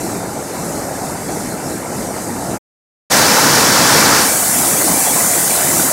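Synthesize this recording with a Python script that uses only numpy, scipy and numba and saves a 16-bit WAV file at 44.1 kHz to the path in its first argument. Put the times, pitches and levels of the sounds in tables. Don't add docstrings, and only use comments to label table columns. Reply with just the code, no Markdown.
import sys
import numpy as np
from scipy import signal
from scipy.fft import rfft, irfft
from scipy.io import wavfile
from scipy.ndimage import uniform_filter1d
from numba import njit

SR = 44100
rng = np.random.default_rng(int(sys.argv[2]) if len(sys.argv) > 2 else 0)


def materialize(psi):
    bounded = np.clip(np.atleast_2d(psi).T, -1, 1)
    quanta = np.round(bounded * 32767).astype(np.int16)
    wavfile.write(sys.argv[1], SR, quanta)


N = 261072

# frequency_hz, level_db
RIVER_SPECTRUM = [(15, -38), (25, -19), (107, -2), (140, 2), (297, 3), (421, -3), (826, -5), (1110, -13),
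                  (1340, -12.5), (2010, -18), (3170, -27), (4260, -18), (8130, -10.5), (13500, -20.5),
                  (15500, -30.5)]
ROAR_SPECTRUM = [(15, -49), (25, -24.5), (86, -10), (140, -1), (267, 1.5), (389, -4), (495, -1.5),
                 (722, -3.5), (945, -1), (1140, -4.5), (1620, -4), (2850, -14), (5430, -6.5), (10400, -14),
                 (15500, -19.5)]
SPRAY_SPECTRUM = [(15, -60), (25, -29.5), (140, -6), (313, -2.5), (389, -7.5), (741, -3.5), (1170, -10.5),
                  (1490, -10), (1850, -12), (2060, -11), (2850, -18), (5010, -12.5), (7500, -3.5),
                  (9050, -3), (15500, -12)]
# rest_level_db, full_surge_lift_db
RIVER_LEVELS = [(-28, 3.5), (-26.8, 2), (-31.5, 5)]
ROAR_LEVELS = [(-20.5, 2), (-13.5, 1.9), (-13, 1.8)]
SPRAY_LEVELS = [(-28.5, 7.9), (-21.5, 0.47), (-14, .6)]
# crest_s, length_s, strength (0-1)
BANK_SURGES = [(.07, .38, 0.77), (.7, .54, 0.66), (1.07, 0.36, 0.52), (1.382, 0.52, 0.6),
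               (1.72, 0.24, 0.47), (2.01, 0.28, 0.53), (2.22, .36, 0.47), (2.493, 0.39, 0.4)]
WEIR_SURGES = [(3.155, .2, 0.4), (3.98, 0.24, 0.8), (4.613, .26, 0.8), (4.916, .34, 0.8),
               (5.205, 0.36, 0.5), (5.77, 0.36, 0.7)]
# time_s, gain (0-1)
BANK_FADE = [(2.562, 1), (2.584, 0)]
RAILING_FADE = [(3.099, 0), (3.120, 1)]
# time_s, spray_power_share (0-1)
THINNING = [(4.19, 0), (4.27, .8), (4.34, 1)]
# frequency_hz, spread_db
FLICKER_DEPTH = [(100, .6), (600, 1.8), (1500, 1.6), (3300, 3.6), (7000, 1.2), (15000, 1.6)]
# frequency_hz, side_minus_mid_db
STEREO_WIDTH = [(30, -2), (140, -52), (600, -61.5), (2200, -28), (15000, -80.5)]


def river():
    water = flickering(white_water(gurgle_db=-3.0, fizz_db=-4.5, spread_db=2.0), amount=.83)
    water = hollowed(water, from_hz=2250, to_hz=4150, evenness=.3, diffuse_db=-17)
    return flowing(bubble_bands(water, RIVER_SPECTRUM), BANK_SURGES, RIVER_LEVELS)


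def weir():
    spray_share = envelope(THINNING)
    return np.sqrt(1 - spray_share) * roar() + np.sqrt(spray_share) * spray()


def roar():
    water = flickering(white_water(gurgle_db=-7.0, fizz_db=-5.5, spread_db=4.5), amount=.22)
    water = hollowed(water, from_hz=2100, to_hz=4800, evenness=.22, diffuse_db=-14.5)
    return flowing(bubble_bands(water, ROAR_SPECTRUM), WEIR_SURGES, ROAR_LEVELS)


def spray():
    water = flickering(white_water(gurgle_db=-2.5, fizz_db=-5.5, spread_db=2.5), amount=.77)
    water = hollowed(water, from_hz=1950, to_hz=4500, evenness=.9, diffuse_db=-32)
    return flowing(bubble_bands(water, SPRAY_SPECTRUM), WEIR_SURGES, SPRAY_LEVELS)


def white_water(gurgle_db, fizz_db, spread_db):
    gurgle = bubbles(per_s=1500, low_hz=108.2, high_hz=2384, cycles=22.7, spread_db=spread_db, rise=.35)
    fizz = bubbles(per_s=7000, low_hz=2610, high_hz=15400, cycles=6.7, spread_db=.5, rise=.1)
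    gurgle_gain, fizz_gain = undb(gurgle_db), undb(fizz_db)
    low, deep = below(2900, order=24), below(110, order=24)
    wash_response = np.sqrt(1 - gurgle_gain ** 2 * (low - deep) - fizz_gain ** 2 * (1 - low))
    far_wash = filtered(rng.standard_normal(N), wash_response)
    return gurgle_gain * gurgle + fizz_gain * fizz + far_wash


def bubbles(per_s, low_hz, high_hz, cycles, spread_db, rise):
    cloud_rng = np.random.default_rng(rng.integers(2 ** 31))
    when, smallness, life, luck = cloud_rng.random((int(per_s * N / SR), 4)).T
    pitch_hz = low_hz * (high_hz / low_hz) ** smallness
    strength = undb(-spread_db * np.log(np.maximum(1 - luck, .008)))
    cloud = ring(when * N, pitch_hz, cycles * (.5 + life), strength * pitch_hz, rise)
    return unit_rms(cloud) * np.sqrt((high_hz - low_hz) / (SR / 2))


@njit
def ring(start_sample, pitch_hz, cycles, amplitude, rise):
    sound = np.zeros(N)
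    for k in range(len(pitch_hz)):
        start, length = int(start_sample[k]), int(cycles[k] * SR / pitch_hz[k])
        phase_step = 2 * np.pi * pitch_hz[k] / SR
        pole = np.exp(1j * phase_step - 5.8 / length)
        glide = np.exp(1j * phase_step * rise / length)
        phasor = amplitude[k] + 0j
        for i in range(start, min(N, start + length)):
            sound[i] += phasor.imag
            phasor *= pole
            pole *= glide
    return sound


def flickering(water, amount):
    hz, _, frames = signal.stft(water, SR, nperseg=512)
    drift = rng.standard_normal(frames.shape)
    for _ in range(2):
        drift = uniform_filter1d(drift, size=3, axis=0)
        drift = uniform_filter1d(drift, size=8, axis=1)
    spread_db = amount * np.interp(hz, *np.transpose(FLICKER_DEPTH))[:, None]
    gain = undb(spread_db * unit_rms(drift))
    gain /= np.sqrt(np.mean(gain ** 2, axis=1, keepdims=True))
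    return signal.istft(frames * gain, SR)[1][:N]


def hollowed(water, from_hz, to_hz, evenness, diffuse_db, treble_lag_s=.003):
    across = np.interp(bin_hz(), [from_hz, to_hz], [-1, 1])
    bass_share = (1 - across * np.abs(across) ** evenness) / 2
    lag = np.exp(-2j * np.pi * bin_hz() * treble_lag_s)
    comb = np.sqrt(bass_share) + np.sqrt(1 - bass_share) * lag
    return filtered(water, comb) + undb(diffuse_db) * rng.standard_normal(N)


def bubble_bands(water, spectrum, gulp_top_hz=400, churn_top_hz=3000):
    low, low_and_mid = below(gulp_top_hz, order=10), below(churn_top_hz, order=10)
    bands = (low, low_and_mid - low, 1 - low_and_mid)
    return [unit_rms(filtered(water, colour(spectrum) * band)) for band in bands]


def flowing(bands, surges, levels, gulp_waver_db=1.1):
    surge = current(surges)
    gulps, churn, foam = (band * undb(rest_db + lift_db * surge)
                          for band, (rest_db, lift_db) in zip(bands, levels))
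    return with_faint_width(gulps * undb(gulp_waver_db * eddies()) + churn + foam)


def current(surges):
    t = np.arange(N) / SR
    return sum(strength * np.cos(np.pi * np.clip((t - crest_s) / length_s, -.5, .5)) ** 2
               for crest_s, length_s, strength in surges)


def eddies(per_s=18):
    hold = int(SR / per_s)
    steps = rng.standard_normal(size=1024)[np.arange(N) // hold]
    return unit_rms(uniform_filter1d(steps, hold))


def with_faint_width(mid):
    smear = rng.standard_normal(size=512)
    smear /= np.linalg.norm(smear)
    side = signal.fftconvolve(filtered(mid, colour(STEREO_WIDTH)), smear)[:N]
    return np.array([mid + side, mid - side])


def undb(db):
    return 10 ** (np.asarray(db) / 20)


def unit_rms(x):
    return x / np.sqrt(np.mean(x ** 2))


def envelope(points):
    return np.interp(np.arange(N) / SR, *np.transpose(points))


def bin_hz():
    return np.maximum(np.arange(N // 2 + 1) * SR / N, 1)


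def filtered(x, response):
    return irfft(rfft(x) * response, N)


def below(edge_hz, order):
    return 1 / (1 + (bin_hz() / edge_hz) ** order)


def colour(points):
    hz, db = np.transpose(points)
    return undb(np.interp(np.log(bin_hz()), np.log(hz), db))


def scene():
    return river() * envelope(BANK_FADE) + weir() * envelope(RAILING_FADE)


def record(dry):
    ceiling, top_hz = .85, 15750
    rounded = dry / (1 + (dry / ceiling) ** 6) ** (1 / 6)
    return signal.sosfilt(signal.ellip(12, .1, 70, top_hz, fs=SR, output="sos"), rounded)


dry = scene()
out = record(dry)
materialize(out)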